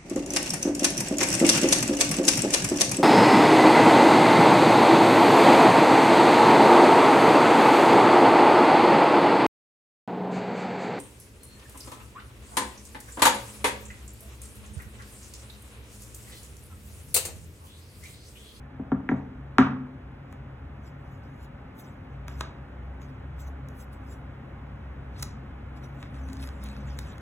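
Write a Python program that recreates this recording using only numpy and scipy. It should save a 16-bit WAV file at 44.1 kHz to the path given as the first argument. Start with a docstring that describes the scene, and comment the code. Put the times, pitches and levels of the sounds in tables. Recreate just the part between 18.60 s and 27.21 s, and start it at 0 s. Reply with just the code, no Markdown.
"""Unpacking a cardboard box

The lid of a stiff box tips back and knocks on a wooden table close by, making the box ring.
Hands lift out a booklet, a small card and a plastic sleeve: surfaces slide in countless tiny slips,
and edges tap and snap. The small room holds a low hum and a dull, steady wash of air."""
import sys
import numpy as np
from scipy import signal
from scipy.fft import rfft, irfft, next_fast_len
from scipy.io import wavfile
from scipy.ndimage import uniform_filter1d

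SR = 44100
rng = np.random.default_rng(int(sys.argv[2]) if len(sys.argv) > 2 else 0)


def output_pcm(signal):
    """Save a mono or channel-first signal as 16-bit PCM at the path in sys.argv[1].

    Samples are clipped to [-1, 1] before scaling.
    """
    pcm = np.clip(np.atleast_2d(signal).T, -1, 1) * 32767
    wavfile.write(sys.argv[1], SR, np.round(pcm).astype(np.int16))


N = 379701
TIME = np.arange(N) / SR

# The tone of the room's air. Each row: frequency in Hz, relative level in dB.
AIR_TONE = [(20, -23), (45, 2), (100, 1.5), (170, -1.5), (270, -3.5), (340, -9), (600, -11.5), (1300, -14),
            (2200, -20.5), (4000, -36.5), (6000, -48), (10000, -52), (16000, -56)]
# The air slowly grows a little louder. Each row: time in seconds, level in dB.
AIR_LEVEL = [(0, -44.5), (1.5, -44), (4.0, -42.5), (6.5, -42), (8.61, -40.5)]
# Low notes that the room boosts. Each row: pitch in Hz, width in Hz, boost in dB.
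ROOM_NOTES = [(89.8, 5.3, 9.2), (97.6, 8.7, 7.8), (134.66, 6.7, 15.34), (218.7, 6.5, 5.8), (263.3, 18, 5.3),
              (545, 43, 5.3)]
# The hum starts quiet and swells later. Each row: time in seconds, relative level in dB.
HUM_LEVEL = [(0, -57), (1.6, -51.5), (2.05, -41.5), (2.4, -54), (3.5, -46), (3.82, -35), (3.98, -55),
             (4.22, -37.5), (4.52, -46.5), (4.87, -36), (5.35, -49.5), (6.2, -44), (6.8, -41.5),
             (7.4, -48.5), (7.62, -34), (8.15, -40.5), (8.31, -33.5), (8.5, -44)]
# Faint low tones. Each row: middle and length in seconds, top pitch in Hz, level in dB.
LOW_TONES = [(2.855, 0.54, 239, -56), (5.03, 0.39, 263.4, -53.5), (6.777, 0.44, 211.3, -55),
             (7.732, 0.774, 266.3, -46), (8.126, 0.43, 206.3, -46.5)]
# How long the room echoes. Each row: frequency in Hz, seconds to fade by 60 dB.
ROOM_FADE = [(100, 0.37), (260, 0.94), (700, 0.49), (1800, 0.42), (5000, 0.35), (14000, 0.14)]
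# Echoes off the table and the box walls. Each row: delay in milliseconds, relative level in dB.
NEAR_ECHOES = [(.8, -17.5), (1.9, -18), (3.1, -11), (7.9, -13.5)]
# Paper and card sliding on each other and under the fingers. Each row: fastest moment in seconds,
# relative level in dB, rise and fall in seconds, brightness in dB.
PAPER_STROKES = [(0.495, -68, .008, 0.19, -11), (1.722, -69, .05, 0.045, -6), (2.28, -65.5, 0.088, .05, -2),
                 (2.53, -74.5, .2, 0.17, 0), (2.64, -75, 0.037, .22, -3), (2.844, -62.5, .13, 0.028, -3.5),
                 (3.198, -53, 0.034, 0.046, 10), (3.248, -65, .04, .13, -1), (3.54, -77, .06, .06, -10),
                 (3.705, -63.5, 0.04, .15, -7), (3.8, -57.5, .08, .02, -5), (4.42, -66.5, 0.024, 0.14, -3),
                 (4.802, -56, 0.028, 0.088, 0), (4.877, -65, .03, 0.032, 5), (5.21, -58, 0.08, .05, 3),
                 (5.33, -61, 0.017, 0.048, 1), (5.515, -64, 0.1, 0.096, 3), (6.603, -54, 0.065, 0.065, -8)]
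# The tone of sliding paper. Each row: frequency in Hz, relative level in dB.
PAPER_TONE = [(400, -14), (1500, -10), (3200, 5.5), (5200, 3.5), (6800, 5.5), (9000, -1), (12000, 3),
              (14500, -2), (16000, -5)]
# The plastic sleeve rubbing out of the box. Each row reads as in PAPER_STROKES.
SLEEVE_STROKES = [(7.172, -60.5, 0.02, 0.032, -3), (7.246, -61, .04, 0.075, 3),
                  (7.415, -65, 0.14, 0.092, 1), (7.55, -67.5, .03, 0.22, -5), (7.69, -64.5, 0.29, 0.12, 1),
                  (7.835, -50, 0.098, 0.087, 0), (8.06, -57, 0.15, .27, -2), (8.28, -63.5, .06, .35, -5),
                  (8.49, -59.5, 0.36, 0.18, -1.5)]
# The tone of thin plastic. Each row: frequency in Hz, relative level in dB.
SLEEVE_TONE = [(400, -4), (1500, 5), (3200, 2), (6000, -7.5), (9000, -12.5), (12000, -16.5), (16000, -27)]
# Taps of card and plastic. Each row: time in seconds, snap level in dB, its fade in milliseconds,
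# its tilt towards treble in dB per octave, level in dB and centre in Hz of the thock under it.
TAPS = [(1.7270, -49.5, 0.92, 5, -39.5, 1430), (3.6820, -37.5, 0.96, 0, -31, 1710),
        (3.8087, -26.5, 2.5, -6.5, -21.5, 1470), (4.418, -56, 1.5, 1, -43, 2000),
        (5.087, -47, 1.5, 4, -66, 2000), (6.599, -41, 1, -3, -63, 1500),
        (6.626, -24.5, 1.7, 7, -38.5, 1200), (6.6283, -25.5, 2.5, 0.5, -35, 1200),
        (7.428, -49, 3.6, -9, -33.5, 2630), (7.544, -58, 1.5, -14, -42, 2500),
        (7.688, -46, 2.6, -9, -43, 2000), (7.7000, -47, 1.4, -6, -60, 2000),
        (7.7320, -39, 1.3, 3, -54, 2000), (7.7700, -47, 1.0, -2, -58, 2000),
        (7.84, -45, 1.5, 7, -36.5, 1900), (7.875, -40.5, 1.3, -3, -47, 2000),
        (7.8900, -41, 1.5, -8.5, -60, 2000), (8.0385, -38, 3.3, 10.5, -61, 2000),
        (8.088, -43.5, 1, -4, -62, 2000), (8.1665, -41.5, 1.4, -10.5, -44, 2800),
        (8.389, -33, 2.9, -1, -55, 3000), (8.5820, -46.5, 1.3, -4, -70, 2040)]
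# The tone of a snap before its tilt. Each row: frequency in Hz, relative level in dB.
SNAP_TONE = [(500, -25), (1500, -1.5), (3000, -6), (4000, 2.5), (5000, -1.5), (7000, 1), (8500, -6),
             (10500, -2), (13000, -16), (16000, -8)]
# The notes of the box on the table. Each row: pitch in Hz, relative level in dB,
# seconds to fade by 60 dB before a knock's damping shortens that.
BOX_NOTES = [(92.3, -25, 0.95), (136.8, -16, 0.74), (195, -14.5, 0.69), (230.3, -17.5, 0.56),
             (260.3, 0.5, 0.22), (341.5, -16, 0.1), (393, -11.5, 0.11), (533, -33.5, 0.6),
             (742, -22.5, 0.23), (920, -33, 0.11), (985, -18, 0.12), (1185, -23, 0.053),
             (1343, -19.5, 0.096), (1520, -25, 0.11), (1687, -43, 0.28), (1786, -33, 0.18),
             (2163, -28, 0.066), (2270, -52.5, 0.27), (3230, -37.5, 0.033)]
# The lid's knocks. Each row: start in seconds, crack level in dB, its centre in Hz, its bass and
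# treble slopes in dB per octave, share sent to the room in dB, ring level in dB,
# ring tilt in dB per octave, damping (how many times faster the ring fades).
LID_KNOCKS = [(0.1942, -36, 650, 9, 20, 0, -20.5, -3, 2.5),
              (0.3175, -18.5, 1140, 4.8, 22.7, -8, -10, 0, 2.15),
              (0.4896, -12.5, 1970, 14, 43, -12.5, -13.5, 3.5, 3),
              (0.5140, -21.5, 1000, 3.7, 42, -3.5, -10, -0.5, 2.14),
              (0.9832, -1, 1176, 15, 15.7, -6.5, -5, 3, 1.33),
              (0.9914, -18, 1250, 28, 43, -10, -16.5, -0.076, 1.2)]
# How alike sound from all sides is at the two microphones. Each row: frequency in Hz, likeness 0 to 1.
MIC_LIKENESS = [(100, 1), (280, 0.98), (600, 0.33), (1300, 0.54), (2400, 0.5), (4500, 1), (15000, .95)]
# How far the left microphone's wave runs ahead. Each row: frequency in Hz, phase in radians.
LEFT_LEAD = [(0, 0), (900, -.45), (1500, 0), (2400, 1.6), (3700, 1.7), (4650, 3.2), (6500, 6.2),
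             (7300, 6.35), (8950, 9.45), (10600, 12.45), (11500, 12.65), (13100, 15.7), (14700, 18.8)]
# The balance of the microphones. Each row: frequency in Hz, left minus right in dB.
MIC_BALANCE = [(60, 0.48), (250, 1.6), (600, 2.6), (1200, -2.0), (3000, 0.31)]


def gain(db):
    """Turns decibels into a number to multiply by."""
    return 10 ** (np.asarray(db) / 20)


def unit_power(x):
    """Scales a signal to an average power of one."""
    return x / np.sqrt(np.mean(x ** 2) + 1e-20)


def look_up(table, hz):
    """Reads between a table's rows, spacing frequencies by octaves."""
    row_hz, value = np.transpose(table)
    return np.interp(np.log(hz + 1), np.log(row_hz + 1), value)


def filtered(x, response):
    """Multiplies each frequency in a sound by response(hz)."""
    size = next_fast_len(x.shape[-1] + 4096)
    hz = np.fft.rfftfreq(size, 1 / SR)
    return irfft(rfft(x, size) * response(hz), size)[..., :x.shape[-1]]


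def add(mix, start_s, sound):
    """Mixes a sound in at a given time."""
    part = mix[max(round(start_s * SR), 0):][:len(sound)]
    part += sound[:len(part)]


def random_hills(shape, widths):
    """Smooth random hills and hollows, about one unit in size."""
    field = rng.standard_normal(shape)
    for axis, width in enumerate(widths):
        field = uniform_filter1d(field, width, axis)
    return unit_power(field)


def from_all_sides(pair):
    """Blends two unrelated noises into a left and a right that are partly alike."""
    def angle(hz):
        return np.arccos(np.clip(look_up(MIC_LIKENESS, hz), 0, 1)) / 2
    mid = filtered(pair[0], lambda hz: np.cos(angle(hz)))
    side = filtered(pair[1], lambda hz: np.sin(angle(hz)))
    return np.array([mid + side, mid - side])


def room_air(ripple_db=1.9):
    """A dull wash, boosted at the room's low notes and rippled by its crowded higher ones."""
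    grid_hz = np.linspace(0, SR / 2, 2400)
    ripple = ripple_db * random_hills(grid_hz.shape, [2]) * np.clip(grid_hz / 300 - 1, 0, 1)
    def tone(hz):
        boost = sum((gain(db) - 1) ** 2 / (1 + (2 * (hz - note_hz) / width) ** 2) ** 2
                    for note_hz, width, db in ROOM_NOTES)
        return gain(look_up(AIR_TONE, hz) + np.interp(hz, grid_hz, ripple)) * (1 + np.sqrt(boost))
    wash = from_all_sides(filtered(rng.standard_normal((2, N)), tone))
    return unit_power(wash) * gain(np.interp(TIME, *np.transpose(AIR_LEVEL)))


def hum(pitch_hz=65, waver_hz=2.207, waver_rate_hz=6, trim_db=-1, rumble_db=-51, rumble_width_hz=9):
    """A low hum wavers and swells; a rumble at the same pitch throbs against it."""
    def noise_band(centre, width):
        return unit_power(filtered(rng.standard_normal(N), lambda hz: np.exp(-((hz - centre) / width) ** 2)))
    waver = noise_band(0, waver_rate_hz)
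    rumble = noise_band(pitch_hz, rumble_width_hz)
    cycles = np.cumsum(pitch_hz + waver_hz * waver) / SR
    loudness = gain(trim_db + np.interp(TIME, *np.transpose(HUM_LEVEL)))
    return np.sqrt(2) * loudness * np.sin(2 * np.pi * cycles) + gain(rumble_db) * rumble


def low_tones(pitch_sag=.04):
    """Faint tones swell and fade, a little flat as they come and go."""
    out = np.zeros(N)
    for middle_s, length_s, hz, db in LOW_TONES:
        arch = np.clip(1 - (2 * (TIME - middle_s) / length_s) ** 2, 0, 1)
        cycles = np.cumsum(hz * (1 - pitch_sag * (1 - arch))) / SR
        out += np.sqrt(2) * gain(db) * arch * np.sin(2 * np.pi * cycles)
    return out


def room_echo(x, first_echo_s=0.0037):
    """A small room's many echoes blur into a tail; the treble dies first."""
    hz, t, spectrum = signal.stft(rng.standard_normal((2, SR)), SR, nperseg=256)
    spectrum *= gain(-60 * t / look_up(ROOM_FADE, hz)[:, None])
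    tail = from_all_sides(signal.istft(spectrum, SR, nperseg=256)[1])
    tail *= np.clip(np.arange(tail.shape[1]) / SR / first_echo_s - 1, 0, 1)
    return signal.fftconvolve(x[None], tail / np.linalg.norm(tail[0]), axes=1)[:, :N]


def with_near_echoes(x, echo_db):
    """Adds the first echoes off the surfaces right beside the hands."""
    return filtered(x, lambda hz: 1 + sum(gain(echo_db + db) * np.exp(-2j * np.pi * hz * ms / 1000)
                                          for ms, db in NEAR_ECHOES))


def stroke_loudness(strokes, drop_db=21.5):
    """Each stroke speeds up, then dies away: drop_db quieter one rise or fall time from its peak."""
    curves = []
    for peak_s, db, rise_s, fall_s, _ in strokes:
        from_peak = np.maximum((peak_s - TIME) / rise_s, (TIME - peak_s) / fall_s)
        curves.append(gain(db - drop_db * np.minimum(from_peak, 10)))
    return np.array(curves)


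def sliding(strokes, tone, level_db, grain_db, slips_per_s, neutral_db, tilt_share, flicker_db=5):
    """Rubbing is countless tiny slips of uneven size; a brighter stroke has more treble."""
    sizes = gain(grain_db * np.minimum(rng.exponential(1, N), 5))
    slipping = rng.random(N) < slips_per_s / SR
    slips = sizes * slipping * rng.standard_normal(N)
    hiss = unit_power(filtered(slips, lambda hz: gain(look_up(tone, hz))))
    power = stroke_loudness(strokes) ** 2
    bright_db = np.array(strokes)[:, -1] @ power / power.sum(0)  # the loudest stroke counts most
    hz, t, spectrum = signal.stft(hiss * np.sqrt(power.sum(0)), SR, nperseg=256)
    tilt_db = tilt_share * np.clip(np.interp(t, TIME, bright_db) - neutral_db, -9, 5)
    spectrum *= gain(np.log2(np.maximum(hz, 2500) / 6800)[:, None] * tilt_db)
    spectrum *= gain(flicker_db * random_hills(spectrum.shape, [5, 12]))  # bending shifts the tone
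    return gain(level_db) * signal.istft(spectrum, SR, nperseg=256)[1][:N]


def crinkles(per_s=69, size_db=3.5, level_db=-7, fade_ms=0.84):
    """Creases in the sleeve flick over at random, louder when it is rubbed harder."""
    sizes = gain(size_db * np.minimum(rng.exponential(1, N), 3))
    flicks = sizes * (rng.random(N) < per_s / SR)
    fades = signal.lfilter([1], [1, -np.exp(-1000 / fade_ms / SR)], flicks)
    crackle = filtered(fades * rng.standard_normal(N), lambda hz: gain(look_up(SLEEVE_TONE, hz)))
    return gain(level_db) * unit_power(crackle) * np.linalg.norm(stroke_loudness(SLEEVE_STROKES), axis=0)


def snaps(pivot_hz=7000, scrape_ms=0.81):
    """An edge of card or plastic scrapes briefly, then lets go in a tiny burst of noise."""
    out, t = np.zeros(N), np.arange(-256, 1024) / SR
    for time_s, db, fade_ms, tilt_db, *_ in TAPS:
        def tone(hz):
            return gain(look_up(SNAP_TONE, hz) + tilt_db * np.log2((hz + 300) / pivot_hz))
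        loudness = np.exp(-abs(t) * 1000 / np.where(t < 0, scrape_ms, fade_ms))
        burst = filtered(loudness * rng.standard_normal(len(t)), tone)
        burst *= np.linalg.norm(loudness) / np.linalg.norm(burst)
        add(out, time_s + t[0], gain(db) * burst)
    return out


def board_hit(centre_hz, bass_slope, treble_slope, travel_ms_at_1khz=1.917):
    """An edge strikes a board and bends it; the treble travels through the board fastest."""
    hz = np.fft.rfftfreq(4096, 1 / SR)
    octaves = np.log2((hz + 1) / centre_hz)
    hump = 1 / np.hypot(gain(-bass_slope * octaves), gain(treble_slope * octaves))
    travel = np.exp(-4j * np.pi * travel_ms_at_1khz * np.sqrt(hz / 1000))
    pulse = irfft(hump * travel)
    return pulse / abs(pulse).max() * np.linspace(1, 0, len(pulse)) ** 2


def thocks():
    """The table or the floor of the box answers each tap."""
    out = np.zeros(N)
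    for time_s, *_, db, hz in TAPS:
        add(out, time_s - .0005, gain(db) * board_hit(hz, bass_slope=1.5, treble_slope=15))
    return out


def box_ring(build_cycles=0.68, lag_cycles=0.94):
    """Each knock sets the box ringing, low notes last; the ring is short while the lid still moves."""
    out, t = np.zeros(N), np.arange(SR) / SR
    loudest_hz = max(BOX_NOTES, key=lambda note: note[1])[0]
    for start_s, *_, ring_db, tilt_db, damping in LID_KNOCKS:
        for hz, db, fade_s in BOX_NOTES:
            level = gain(ring_db + db + tilt_db * np.log2(hz / loudest_hz))
            build = 1 - np.exp(-hz * t / build_cycles)
            fade = gain(-60 * t * damping / fade_s)
            add(out, start_s + lag_cycles / hz, level * build * fade * np.sin(2 * np.pi * hz * t))
    return out


def lid_cracks():
    """The lid's edge hits the table: gives the near sound and the share that spreads into the room."""
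    near, spread = np.zeros((2, N))
    for start_s, db, centre_hz, bass_slope, treble_slope, room_db, *_ in LID_KNOCKS:
        pulse = gain(db) * board_hit(centre_hz, bass_slope, treble_slope)
        add(near, start_s, pulse)
        add(spread, start_s, gain(room_db) * pulse)
    return np.array([near, spread])


def scene():
    """Mixes near sounds, echoes and background; knocks send more into the room than paper does."""
    cracks, spread = with_near_echoes(lid_cracks(), echo_db=-3.5)
    ring = box_ring()
    ticks = with_near_echoes(snaps(), echo_db=-29)
    boards = with_near_echoes(thocks(), echo_db=2)
    paper = sliding(PAPER_STROKES, PAPER_TONE, level_db=-0.5, grain_db=2,
                    slips_per_s=13000, neutral_db=0, tilt_share=0.99)
    sleeve = sliding(SLEEVE_STROKES, SLEEVE_TONE, level_db=3.5, grain_db=-1.5,
                     slips_per_s=8000, neutral_db=-5, tilt_share=1)
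    rubbing = with_near_echoes(paper + sleeve + crinkles(), echo_db=3)
    near = cracks + ring + ticks + boards + rubbing
    into_room = spread + gain(-15) * ring + gain(-12) * ticks + gain(-7) * boards + gain(-25) * rubbing
    return near + room_echo(into_room) + hum() + low_tones() + room_air()


def record(dry, top_hz=15900):
    """Two microphones hear slightly different timing and level; the highest treble is cut off."""
    def microphones(hz):
        lead = np.interp(hz, *np.transpose(LEFT_LEAD))
        left = gain(look_up(MIC_BALANCE, hz) / 2) * np.exp(.5j * lead)
        return np.array([left, 1 / left])
    treble_cut = signal.firwin(255, top_hz, window=("kaiser", 9), fs=SR)
    return signal.oaconvolve(filtered(dry, microphones), treble_cut[None], "same", axes=1)


dry = scene()
out = record(dry)
output_pcm(out)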